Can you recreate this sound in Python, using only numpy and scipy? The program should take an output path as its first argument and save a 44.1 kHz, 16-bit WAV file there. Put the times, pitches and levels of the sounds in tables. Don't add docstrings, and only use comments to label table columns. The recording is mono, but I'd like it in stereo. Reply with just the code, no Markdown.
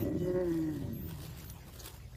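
import sys
import numpy as np
from scipy import signal
from scipy.fft import rfft, irfft, next_fast_len
from scipy.io import wavfile
from scipy.ndimage import uniform_filter1d, map_coordinates

SR = 44100
rng = np.random.default_rng(int(sys.argv[2]) if len(sys.argv) > 2 else 0)


def ratio_of_db(decibels):
    return 10 ** (np.asarray(decibels, float) / 20)


def generate_wav(signal):
    frames = np.transpose(np.atleast_2d(signal))
    scaled = np.clip(frames, -1, 1) * 32767
    pcm = np.round(scaled).astype(np.int16)
    wavfile.write(sys.argv[1], SR, pcm)


N = 95476

TOP_LEAD_S = -.000289


def unit(x):
    return x / np.sqrt(np.mean(x ** 2) + 1e-20)


def along(points, hz):
    f, v = np.transpose(points)
    return np.interp(np.log(hz + 1), np.log(f + 1), v)


def curves(rows):
    s, *cols = np.transpose(rows)
    return [np.interp(np.arange(N) / SR, s, c) for c in cols]


def wobble(rate):
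    return map_coordinates(rng.standard_normal(N // 8), [np.arange(N) * rate / SR])


def filtered(x, response):
    m = next_fast_len(N + SR // 2)
    return irfft(rfft(x, m) * response(np.fft.rfftfreq(m, 1 / SR)), m)[..., :N]


def tract(peaks):
    def response(f):
        total = 0
        for k, (center, width, db) in enumerate(peaks):
            resonance = 1j * f * width / (center * center - f * f + 1j * f * width)
            total = total + (-1) ** k * ratio_of_db(db) * resonance ** 2
        return total
    return response


def pulses(rate_hz, size_db):
    phase = np.cumsum(rate_hz) / SR
    cycle = phase.astype(int)
    late = (phase - cycle) * SR / rate_hz
    puff = np.exp(-.5 * ((late - 12) / 2.5) ** 2)
    size = ratio_of_db(size_db * rng.standard_normal(N)[cycle])
    return unit(puff * size), phase


def ports(x, lead_s, pan=((100, 0),), turn=0):
    side = np.array([[.5], [-.5]])

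    def response(f):
        angle = 2 * np.pi * f * lead_s + turn * f / (f + 110)
        return ratio_of_db(side * along(pan, f)) * np.exp(1j * side * angle)
    return filtered(x, response)


def rush(spectrum, patchy_db, lead_s):
    # f/Hz, shared power [0-1]
    alike = [(60, .75), (300, .55), (3000, .38), (6500, .38), (8600, .75), (11000, .45)]
    z = signal.stft(rng.standard_normal((3, N)), nperseg=512)[2]
    field = uniform_filter1d(rng.standard_normal(z.shape[1:]), 6, 0)
    field = uniform_filter1d(field, 8, 1)
    patchy = z * ratio_of_db(patchy_db * unit(field))
    common, *own = signal.istft(patchy, nperseg=512)[1][:, :N]
    share = lambda f: np.clip(along(alike, f), 0, 1)
    mix = filtered(ports(common, lead_s), lambda f: np.sqrt(share(f)))
    mix = mix + filtered(np.array(own), lambda f: np.sqrt(1 - share(f)))
    return unit(filtered(mix, lambda f: ratio_of_db(along(spectrum, f))))


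def traffic():
    # f/Hz, density/dB per Hz
    spectrum = [(12, -89), (20, -47), (39, -4), (59, 7.5), (102, -0.5), (118, 1.5), (300, -24), (390, -62),
                (660, -120)]
    balance = ratio_of_db([[-1.2], [1.2]])
    return ratio_of_db(-50.5 + wobble(3)) * balance * rush(spectrum, patchy_db=.5, lead_s=0)


def leaves():
    # t/s, level/dB
    breeze = [(0.0, -50.5), (0.11, -62), (0.28, -56.5), (0.43, -64), (0.53, -58.5), (0.62, -58),
              (0.88, -59), (1.11, -61.5), (1.29, -56), (1.53, -57), (1.79, -60), (2.16, -60.5)]
    # f/Hz, density/dB per Hz
    spectrum = [(120, -60), (200, -9.5), (951, -13.5), (1170, -17.5), (1640, -15.5), (1870, -16.5),
                (4090, -23.5), (4840, -19.5), (11500, -29), (15000, -68), (22000, -120)]
    strength_db, = curves(breeze)
    return ratio_of_db(strength_db + 2) * rush(spectrum, patchy_db=3.5, lead_s=TOP_LEAD_S)


def bird():
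    # t/s, length/s, start f/Hz, end f/Hz, level/dB
    notes = [
        (.16, .155, 2995, 2850, -67),
        (.945, .045, 2470, 2330, -65),
        (1.0, .035, 2400, 2800, -69),
        (2.02, .07, 2350, 2050, -66),
    ]
    t, out = np.arange(N) / SR, np.zeros(N)
    for s, length, start_hz, end_hz, db in notes:
        u = np.clip((t - s) / length, 0, 1)
        bend = 3.5 if length > .1 else 1
        hz = start_hz + (end_hz - start_hz) * u ** bend
        swell = np.sqrt(np.abs(np.sin(np.pi * u))) * (u < 1)
        out += ratio_of_db(db + 3 + 2.5 * wobble(60)) * swell * np.sin(2 * np.pi * np.cumsum(hz) / SR)
    return ports(out, TOP_LEAD_S)


def grass():
    # t/s, level/dB, length/s
    rustles = [(0.205, -60, 0.0047), (0.43, -61.5, 0.026), (0.545, -54.5, 0.057), (0.77, -56.5, 0.05),
               (1.11, -51, 0.03), (1.243, -49.5, 0.045), (1.412, -53, 0.043), (1.499, -53, 0.0047),
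               (1.68, -56, 0.016), (1.757, -54, 0.027), (1.821, -52.5, 0.021), (1.875, -46, 0.024),
               (1.954, -54.5, 0.024)]
    # f/Hz, density/dB per Hz
    spectrum = [(180, -47), (300, -2.5), (673, -11), (1420, -10), (2280, -13), (3000, -12.5), (9720, -17.5),
                (11500, -10.5), (15000, -45), (22000, -120)]
    t = np.arange(N) / SR
    swell = sum(ratio_of_db(db) * np.exp(-.5 * ((t - s) / length) ** 2) for s, db, length in rustles)
    crackle = ratio_of_db(3 * wobble(250))
    return swell * unit(crackle * rush(spectrum, patchy_db=1.5, lead_s=-.00024))


def snaps():
    # t/s, peak level/dB, f/Hz
    stalks = [(.19, -39.5, 5580), (.52, -40.5, 5980), (1.1, -62, 1700), (1.481, -42, 4430),
              (1.5, -31, 5770), (1.4999, -33.5, 10200), (1.503, -36, 9650), (1.511, -40, 10500),
              (1.69, -45.5, 1050), (1.8, -37.5, 6700), (0.411, -43, 4600), (1.085, -36, 1550),
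              (1.097, -36, 1700), (1.11, -35.5, 1520), (1.12, -46, 1800), (2.0, -39, 1950),
              (2.15, -36.5, 1950)]
    decay_cycles = 44
    out, t = np.zeros(N + 2000), np.arange(2000) / SR
    for s, db, hz in stalks:
        click = 0.15 * rng.standard_normal(len(t)) * ratio_of_db(-60 * t / 0.00081)
        ring = np.sin(2 * np.pi * hz * t) + click
        onset = 1 - np.exp(-t * hz)
        out[round(s * SR):][:len(t)] += ratio_of_db(db - 60 * t * hz / decay_cycles) * onset * ring
    return ports(out[:N], TOP_LEAD_S)


def tears():
    # t/s, level/dB, t60/s
    bursts = [
        (1.795, -43, 0.049),
        (1.801, -45.5, 0.093),
        (1.499, -47, .03),
        (1.4, -46, 0.035),
        (1.668, -60, 0.033),
    ]
    # f/Hz, density/dB per Hz
    spectrum = [(2500, -52), (4000, 0.5), (5500, 6.5), (7000, -5), (8500, -28), (12000, -60)]
    t = np.arange(N) / SR
    fall = sum((t > s) * ratio_of_db(db - 60 * np.abs(t - s) / t60) for s, db, t60 in bursts)
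    noise = filtered(rng.standard_normal(N), lambda f: ratio_of_db(along(spectrum, f)))
    return ports(fall * unit(noise), TOP_LEAD_S)


def yard(x):
    t60_s, level_db = .25, -16
    t = np.arange(SR // 2) / SR
    tail = rng.standard_normal((2, len(t))) * ratio_of_db(-60 * t / t60_s) * (t > .012)
    tail = tail / np.linalg.norm(tail[0])
    return ratio_of_db(level_db) * signal.fftconvolve(x[None], tail, axes=1)[:, :N]


def sink():
    # t/s, f/Hz, level/dB
    slide = [(.72, 300, -52), (.78, 282, -43), (.82, 262, -46), (.87, 245, -47), (.92, 232, -42),
             (1.0, 195, -48), (1.1, 168, -45), (1.19, 142, -47), (1.27, 158, -46), (1.33, 135, -50),
             (1.42, 128, -58)]
    first_hz, (last_s, last_hz, _) = slide[0][1], slide[-1]
    hz, level_db = curves([(0, first_hz, -120), *slide, (last_s + 0.15, last_hz, -120)])
    unsteady_hz = hz * (1 + .02 * wobble(40))
    return ratio_of_db(level_db + 3 + 1.5 * wobble(30)) * np.sin(2 * np.pi * np.cumsum(unsteady_hz) / SR)


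def gulps():
    # t/s, level/dB, chest f/Hz
    knocks = [(.012, -31, 186), (0.051, -27, 280), (.064, -28, 354), (.082, -31.5, 367),
              (0.106, -31.5, 172), (.136, -29, 190), (.172, -27.5, 157), (.205, -33.5, 204),
              (.238, -28, 150), (0.334, -34, 156), (0.84, -33, 121), (.882, -33.5, 125)]
    t60_s, mouth_hz = 0.063, 570
    out, t = np.zeros(N + 4000), np.arange(4000) / SR
    for s, db, hz in knocks:
        ring = np.sin(2 * np.pi * hz * t) + 0.19 * np.sin(2 * np.pi * mouth_hz * t)
        onset = 1 - np.exp(-t / 0.0039)
        out[round(s * SR):][:len(t)] += ratio_of_db(db - 60 * t / t60_s) * onset * ring * 2
    return out[:N]


def growl():
    # t/s, level/dB, mouth opening [0-1]
    shape = [(0, -29.5, 0.83), (.08, -30, 0.96), (.2, -35.5, 0.86), (.27, -39, 1), (.335, -32, 0.94),
             (.4, -45, 1), (.74, -46.5, 0.6), (.81, -37.5, 0.15), (.95, -41, 0.22), (1.3, -47.5, 0.01),
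             (1.6, -48.5, 0), (2.16, -94, 0.3)]
    # f/Hz, width/Hz, level/dB
    open_mouth = [(120.6, 110, -2), (176, 20, 3.5), (264, 156, 0), (350, 79.6, 7.5), (571.6, 127, -2),
                  (1050, 440, -27), (1950, 70, -21.5)]
    # f/Hz, width/Hz, level/dB
    closed_mouth = [(89, 76, 2), (155.6, 63, 2.5), (250, 146, -9.5), (383, 110, -12.5), (528, 240, -20.5),
                    (1921, 83, -25)]
    level_db, opening = curves(shape)
    train, phase = pulses(95 * np.exp(.4 * wobble(40)), size_db=2.2)
    breath = .9 * 5 * np.cos(np.pi * phase) ** 2 * rng.standard_normal(N)
    source = train + breath
    bright = np.sqrt(opening) * unit(filtered(source, tract(open_mouth)))
    dark = np.sqrt(1 - opening) * unit(filtered(source, tract(closed_mouth)))
    return ratio_of_db(level_db) * (bright + dark)


def hum():
    # t/s, pitch/Hz, level/dB, brightness/dB
    melody = [
        (.19, 176.8, -39, -3.5),
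        (.27, 182, -31, 1.5),
        (.325, 179.4, -31.5, -1),
        (.39, 183.3, -28.5, 3),
        (.44, 178.2, -32, 5),
        (.49, 168, -35, -1.5),
        (.56, 163.1, -31, -20),
        (.68, 153.7, -34, -21),
        (.79, 141.3, -38, -15),
    ]
    # f/Hz, width/Hz, level/dB
    throat = [(157, 43, -8.5), (335.7, 85, 4), (562, 68, -3.5), (754, 103, -15.5), (945, 166, -16.5),
              (1120, 122, -26), (1550, 570, -32.5)]
    chest_top_hz, breath_db, rasp_db = 415, -8, 3
    nasal_hz, nasal_width_hz, nasal_db = 1945, 100, -30.5
    pitch_hz, level_db, bright_db = curves(melody)
    train, phase = pulses(pitch_hz * (1 + .01 * wobble(60.36)), size_db=1.8)
    air = unit(np.cos(np.pi * phase) ** 2 * rng.standard_normal(N))

    chest = lambda f: tract(throat[:2])(f) / (1 + (f / chest_top_hz) ** 12)
    low = filtered(train + ratio_of_db(breath_db) * air, chest)
    third_air = ratio_of_db(-4.5 + 4.8 * wobble(25.1)) * air
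    third = filtered(ratio_of_db(bright_db) * train + third_air, tract(throat[2:3]))
    high = filtered(train + ratio_of_db(rasp_db) * air, tract(throat[3:]))
    warm, = curves([(.22, .35), (.34, 1)])
    voice = (low + third + ratio_of_db(0.22 * bright_db) * warm * high) / np.std(low)

    sag = np.clip((pitch_hz.max() - pitch_hz) / 30, 0, 1)
    upper, lower = [unit(filtered(air, tract([(nasal_hz - drop_hz, nasal_width_hz, 0)]))) for drop_hz in (0, 55)]
    whine = np.sqrt(1 - sag) * upper + np.sqrt(sag) * lower
    nasal = np.sqrt(warm) * ratio_of_db(nasal_db + 3.5 * wobble(40.1)) * whine

    start_s, end_s = melody[0][0], melody[-1][0]
    on, = curves([(start_s, 0), (start_s + 0.0068, 1), (end_s - .02, 1), (end_s, 0)])
    tremor_db = .9 * wobble(24.64)
    return on * ratio_of_db(level_db + tremor_db) * (voice + nasal)


def scene():
    # t/s, length/s, depth [0-1]
    catches = [
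        (.194, .007, .85),
        (.243, .005, .5),
        (.328, .012, .6),
        (.105, .005, .5),
    ]
    # f/Hz, left-right level/dB
    ram_pan = [(150, -2.5), (400, 0.5), (1300, 5), (2400, -13), (5000, -32)]
    t = np.arange(N) / SR
    shut = np.prod([1 - depth * np.exp(-.5 * ((t - s) / length) ** 2) for s, length, depth in catches], axis=0)
    ram = shut * (hum() + growl() + sink()) + gulps()
    far = traffic() + leaves() + bird()
    underfoot = grass() + snaps() + tears()
    return far + underfoot + yard(ram) + ports(ram, lead_s=.0004, pan=ram_pan, turn=1.15)


def roll_off(x):
    return signal.sosfilt(signal.butter(12, 15910, fs=SR, output="sos"), x)


def record(dry):
    # t/s, length/s, f/Hz, level/dB
    whistles = [
        (0, .042, 13447, -49),
        (.93, .085, 12462, -45),
        (1.01, .095, 14524, -51),
        (1.44, .095, 13447, -56),
    ]
    # t/s, length/s, low f/Hz, high f/Hz
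    holes = [(0, .04, 11000, 16000), (0, .135, 14100, 16000), (.93, .08, 11300, 16000),
             (1.01, .07, 14800, 16000), (.36, .08, 8350, 8700), (.59, .04, 8350, 8800),
             (.67, .05, 8350, 8800), (1.1, .05, 7900, 8400), (1.24, .11, 7900, 8500),
             (1.41, .04, 7500, 8700), (1.56, .03, 7100, 7500), (1.585, .04, 7600, 8300),
             (1.69, .025, 7800, 8300), (1.77, .085, 2080, 2300), (1.93, .07, 7750, 8250),
             (1.27, .03, 2150, 2320)]
    gap_low_hz, gap_high_hz, gap_swing_hz = 11600, 12300, 300
    top_hz, shift_hz = 15150, 5500
    t = np.arange(N) / SR

    source = filtered(dry, lambda f: (f > gap_low_hz - shift_hz) & (f < top_hz - shift_hz))
    copy = filtered(2 * source * np.cos(2 * np.pi * shift_hz * t), lambda f: f > gap_low_hz)
    copy += 0.66 * ports(copy.sum(0), TOP_LEAD_S)

    gates = [np.clip(np.minimum(t - s + .004, s + length - t) / .006, 0, 1) for s, length, _, _ in whistles]
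    tones = sum(g * ratio_of_db(db + 3) * np.sin(2 * np.pi * hz * t) for g, (_, _, hz, db) in zip(gates, whistles))
    duck = 1 - .85 * gates[2]
    base = filtered(dry, lambda f: f < gap_low_hz + 400)
    hz, s, z = signal.stft(base + ratio_of_db(-4) * duck * copy, SR, nperseg=1024)
    hz = hz[:, None]

    swing_hz = gap_swing_hz * np.round(np.clip(np.interp(s, t, .3 + wobble(25)), -.4, 2.2))
    low_edge = gap_low_hz - swing_hz
    swing_hz = gap_swing_hz * np.round(np.clip(np.interp(s, t, .3 + wobble(25)), -.4, 2.2))
    high_edge = gap_high_hz + swing_hz
    for start, length, lo, hi in holes:
        inside = (hz > lo) & (hz < hi) & (s >= start) & (s < start + length)
        z = z * (1 - .995 * inside)
    outside_gap = (hz < low_edge) | (hz > high_edge)
    kept = signal.istft(z * outside_gap, SR, nperseg=1024)[1][:, :N]
    return roll_off(kept + ports(tones, TOP_LEAD_S))


dry = scene()
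out = record(dry)
generate_wav(out)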